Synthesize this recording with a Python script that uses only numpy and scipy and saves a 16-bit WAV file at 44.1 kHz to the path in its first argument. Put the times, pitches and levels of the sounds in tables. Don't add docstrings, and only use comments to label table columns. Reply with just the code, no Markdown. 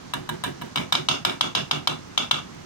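import sys
import numpy as np
from scipy import signal
from scipy.fft import rfft, irfft, next_fast_len
from scipy.io import wavfile
from scipy.ndimage import uniform_filter1d, minimum_filter1d

SR = 44100
rng = np.random.default_rng(int(sys.argv[2]) if len(sys.argv) > 2 else 0)


def amplitude_ratio(level_db):
    exponent = np.asarray(level_db, float) / 20
    return 10 ** exponent


def pcm_store(signal):
    levels = np.round(np.clip(np.atleast_2d(signal), -1, 1) * 32767)
    wavfile.write(sys.argv[1], SR, levels.astype(np.int16).T)


N = 116865

# (time [s], level [dB], spot [0 glancing - 1 square], wash [dB against the tap],
# boom [dB against the tap], time the wash holds before its faster fall [s])
TAPS = [(0.1357, -13.5, 0.38, -16, -19.5, 0.024), (0.29, -18.5, 0.23, -16, -14, 0.053),
        (.437, -14.5, 0.27, -11, -16, 0.041), (.613, -30, 0.15, -12.5, -5, 0.032),
        (0.7576, -11.5, 0.61, -12, -14.5, 0.059), (0.923, -6, 0.73, -11, -22, 0.037),
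        (0.951, -11.5, 0.97, -17.5, -23.5, 0.029), (1.0858, -8, 0.94, -11, -19.5, 0.069),
        (1.249, -5.5, 0.63, -14.5, -21.5, 0.068), (1.409, -7, 0.89, -14, -23.5, 0.056),
        (1.55, -10.5, 0.93, -10, -17, 0.048), (1.7109, -9.5, .9, -13.5, -20, 0.049),
        (1.8725, -7, 0.85, -14.5, -23, 0.046), (2.176, -8, 0.91, -14, -26, 0.052),
        (2.3108, -5.5, 0.88, -16, -28, 0.076)]


def at_hz(points, hz, axis=1):
    points = np.array(points)
    return np.interp(np.log(hz), np.log(points[:, 0]), points[:, axis])


def rms_one(x):
    return x / np.sqrt(np.mean(x ** 2) + 1e-20)


def bands(shape):
    # (frequency [Hz], left-right correlation [0-1])
    likeness = [(60, 0.71), (300, 0.87), (1000, 0.15), (3000, 0.067), (15000, .1)]
    white = rng.standard_normal((2, 2) + shape)
    edges = 35 * 2 ** np.arange(0, 9.1, 0.4)
    for k, (low, high) in enumerate(zip(edges, edges[1:])):
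        band = signal.butter(2, [low, high], "band", fs=SR, output="sos")
        mid, side = signal.sosfilt(band, white[k % 2])
        hz = np.sqrt(low * high)
        alike = at_hz(likeness, hz)
        mid, side = np.sqrt(1 + alike) * mid, np.sqrt(1 - alike) * side
        yield hz, np.array([mid + side, mid - side])


def two_falls(t, rise_s, knee_s, slow_db_s, late_db_s):
    rise = np.minimum(t / rise_s, 1) ** 2
    late = np.maximum(t - knee_s, 0)
    return rise * amplitude_ratio(-slow_db_s * t - (late_db_s - slow_db_s) * late)


def room_tone():
    # (frequency [Hz], relative level per Hz [dB])
    colour = [(25, -8), (60, -9), (150, 2), (330, -3), (600, -11.5), (1240, -12), (2000, -18.5),
              (4300, -20.5), (5800, -18.5), (7200, -26), (13500, -43), (15100, -11), (16300, -58)]
    level_db, waver_db, wavers_per_s = -40, 1, 12
    steps = np.arange(N + SR) / SR * wavers_per_s
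    out = 0
    for hz, noise in bands((N + SR,)):
        waver = np.interp(steps, np.arange(50), rng.standard_normal(50))
        out = out + amplitude_ratio(at_hz(colour, hz) + waver_db * waver) * noise
    return amplitude_ratio(level_db) * rms_one(out[:, SR:])


def boom(t):
    # (frequency [Hz], width [Hz], level [dB])
    bench = [(135, 90, -18), (149.2, 9.5, 0.05), (185, 58, -3.5), (245, 32, -1), (278, 13.3, -6.5),
             (354.2, 11, 1)]
    push = rng.standard_normal((len(TAPS), len(t)))
    swell = two_falls(t, rise_s=0.024, knee_s=0.054, slow_db_s=23, late_db_s=260)
    thud = 0.9 * amplitude_ratio(-400 * t)
    out = 0
    for hz, width_hz, db in bench:
        r = np.exp(-np.pi * width_hz / SR)
        poles = [1, -2 * r * np.cos(2 * np.pi * hz / SR), r * r]
        out = out + amplitude_ratio(db) * rms_one(signal.lfilter([1, 0, -1], poles, push))
    onset = np.minimum(t / 0.001, 1)
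    cut = signal.butter(2, 80, "high", fs=SR, output="sos")
    return signal.sosfilt(cut, onset * (swell + thud) * out / 2)


def wash(t, sound, holds_s):
    # (frequency [Hz], level [dB], slow fall [dB/s], later fall [dB/s])
    reflections = [(500, 3.5, 86, 272), (830, 1, 120, 282), (1340, 0.75, 122, 286), (2140, 9.5, 126, 315),
                   (3056, 0, 172, 289), (3900, 1, 179, 317), (5700, 4, 153, 313), (9000, 2.3, 187, 312),
                   (15000, -3, 168, 303)]
    walls = 0
    for hz, noise in bands((len(TAPS), len(t))):
        if hz > 300:
            slow, late = at_hz(reflections, hz, axis=2), at_hz(reflections, hz, axis=3)
            fall = two_falls(t, 0.0027, holds_s, slow, late)
            walls = walls + amplitude_ratio(at_hz(reflections, hz)) * fall * noise
    return irfft(rfft(walls) * rfft(sound), len(t)) / np.sqrt(SR / 100)


def echoes(knock):
    # (delay [ms], left level [dB], right level [dB])
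    near = [(3.1, -15.5, -4), (5.3, -10, -13)]
    scatter_db, near_cut_hz = 1.5, 1460
    far_s, far_db, far_cut_hz = 0.021, -17.5, 970
    out = knock.copy()
    chance = rng.standard_normal((len(TAPS), len(near)))
    thin = signal.sosfilt(signal.butter(1, near_cut_hz, "high", fs=SR, output="sos"), knock + 1e-18)
    for k, (ms, left_db, right_db) in enumerate(near):
        gain = amplitude_ratio(np.array([[left_db], [right_db]]) + scatter_db * chance[:, k])
        out += gain[:, :, None] * np.roll(thin, int(ms * SR / 1000), axis=2)
    dull = signal.sosfilt(signal.butter(2, far_cut_hz, fs=SR, output="sos"), knock + 1e-18)
    return out + amplitude_ratio(far_db) * np.roll(dull, int(far_s * SR), axis=2)


def crack(t, spot):
    # (frequency [Hz], level if glancing [dB], level if square [dB])
    contact = [(500, -14, -14), (1960, -3, -12), (3200, -10, 6), (4800, -15, 6), (6500, -6.5, -6),
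               (10500, -3, -13.5), (12100, -15, -24), (15400, 0, -12.5), (16000, -30, -48)]
    u = t / 0.0013
    shared = rng.standard_normal((len(TAPS), len(t)))
    unlike = 0.31 * rng.standard_normal((2, len(TAPS), len(t)))
    burst = (shared + unlike) * u * np.exp(1 - u)
    hz = np.maximum(np.arange(len(t) // 2 + 1) * SR / len(t), 1)
    colour = amplitude_ratio((1 - spot) * at_hz(contact, hz) + spot * at_hz(contact, hz, axis=2))
    strength = np.sqrt(np.mean(np.sum(burst ** 2, axis=2)))
    click = np.roll(irfft(colour, len(t)), 64, axis=1) * strength
    return irfft(rfft(burst) * colour, len(t)), click


def case(t, spot):
    # (frequency [Hz], level if glancing [dB], level if square [dB],
    # swell of a glancing blow [ms], left over right [dB])
    knocks = [(690, -10.5, -7.5, 2.02, 7), (944, -4, -9.5, 1.815, 1), (1295, -9.5, -0.5, 1.96, 6),
              (1606, -4.5, -15.5, 2.345, -7), (2332, -15.5, -8, 2.397, 1.7), (2809, -13, -2.5, 2.2, -0.5),
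              (3494, -15.5, 6, 2.6, 2.5), (3841, -12.5, 2.5, 1.96, 4), (5110, -33, -6.5, 1.66, .1),
              (6420, -42, -5, 1.5, 5.5)]
    # (frequency [Hz], level if glancing [dB], level if square [dB],
    # time to fall 60 dB [s])
    rings = [(940, 1, -61, 0.17), (1400, -17, -18, 0.16), (1870, -33, -43, 0.02), (2408, -81, -58, 0.02),
             (3000, -26, -28, 0.21), (3100, -23, -6.5, .07), (3520, -26, -69, 0.023),
             (3230, -2, -53, 0.017), (3570, -11, -38, 0.14), (5370, -80, -55, 0.021)]
    scatter_db, pitch_scatter = 1.5, 0.008
    square_swell = 0.64
    chance = rng.standard_normal((len(TAPS), 2, len(knocks) + len(rings)))
    short = t[:1500]
    knock, ring = 0, 0
    for k, (hz, glancing_db, square_db, ms, pan_db) in enumerate(knocks):
        swell_s = ms / 1000 * (1 - spot + spot * square_swell)
        u = short / swell_s
        pitch = hz * (1 + pitch_scatter * chance[:, 1, k, None])
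        wave = (u * np.exp(1 - u)) ** 2 * np.cos(2 * np.pi * pitch * (short - swell_s))
        gain = amplitude_ratio(glancing_db + (square_db - glancing_db) * spot + scatter_db * chance[:, 0, k, None])
        knock = knock + gain * wave * amplitude_ratio(pan_db * np.array([0.5, -0.5]))[:, None, None]
    for k, (hz, glancing_db, square_db, t60) in enumerate(rings):
        gain = amplitude_ratio(glancing_db + (square_db - glancing_db) * spot + scatter_db * chance[:, 0, -k - 1, None])
        ring = ring + gain * amplitude_ratio(-60 * t / t60) * np.sin(2 * np.pi * hz * t)
    return np.pad(knock, [(0, 0), (0, 0), (0, len(t) - len(short))]), ring


def taps():
    # (time [s], level against its tap [dB])
    rebounds = [(.142, -7.5), (.149, -16), (0.295, -0.5), (.444, -2), (0.45, -15), (.619, 6), (.626, -13),
                (0.773, -2.5), (.781, -6), (1.112, -7), (1.295, -11.5), (1.572, -8.5), (1.895, -19),
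                (2.342, -17)]
    size, ring_in_wash, rebound_crack = 16384, 0.1, 0.38
    s, db, spot, wash_db, boom_db, holds_s = np.transpose(TAPS)[:, :, None]
    t = np.arange(size) / SR
    knock, ring = case(t, spot)
    burst, click = crack(t, spot)
    body = amplitude_ratio(db) * (echoes(knock) + ring)
    burst = amplitude_ratio(db) * echoes(burst)
    walls = amplitude_ratio(db + wash_db) * wash(t, knock + click + ring_in_wash * ring, holds_s)
    each = body + burst + walls + amplitude_ratio(db + boom_db) * boom(t)
    again = body + rebound_crack * burst
    out = np.zeros((2, N + size))
    for k, start in enumerate((s[:, 0] * SR).astype(int)):
        out[:, start:start + size] += each[:, k]
    for again_s, again_db in rebounds:
        start = int(again_s * SR)
        last_tap = np.searchsorted(s[:, 0], again_s) - 1
        out[:, start:start + size] += amplitude_ratio(again_db) * again[:, last_tap]
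    return out[:, :N]


def scene():
    return taps() + room_tone()


def gain_control(x):
    from_db, share, let_go_db_s = -30, 0.24, 892
    look_ahead_s, grip_s = 0.014, 0.004
    level_db = 10 * np.log10(uniform_filter1d(np.mean(x ** 2, axis=0), size=88) + 1e-9)
    ahead = int(look_ahead_s * SR)
    ramp = let_go_db_s * np.arange(N) / SR
    held = np.maximum.accumulate(level_db + ramp) - ramp
    padded = np.pad(held, (0, ahead), "edge")
    held = -minimum_filter1d(-padded, size=ahead + 1, origin=-(ahead // 2))[:N]
    r = np.exp(-1 / (grip_s * SR))
    gain_db = signal.lfilter([1 - r], [1, -r], -share * np.maximum(held - from_db, 0))
    return x * amplitude_ratio(gain_db)


def low_pass(x):
    return signal.sosfilt(signal.butter(12, 16790, fs=SR, output="sos"), x)


def record(dry):
    # (frequency [Hz], level [dB])
    left_colour = [(60, -1.5), (380, -4.5), (700, -3), (1290, -2), (2380, -0.7), (4400, -3.5),
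                   (8120, -17.5), (15000, -25)]
    lead = 44
    dry = signal.sosfilt(signal.butter(2, 20.4, "high", fs=SR, output="sos"), dry)
    size = next_fast_len(N + 4096)
    hz = np.maximum(np.arange(size // 2 + 1) * SR / size, 1)
    left = irfft(rfft(dry[0], size) * amplitude_ratio(at_hz(left_colour, hz)), size)[:N]
    right = np.concatenate([dry[1, lead - 1::-1], dry[1, :-lead]])
    mix = gain_control(np.array([left, right]))
    return low_pass(mix)


dry = scene()
out = record(dry)
pcm_store(out)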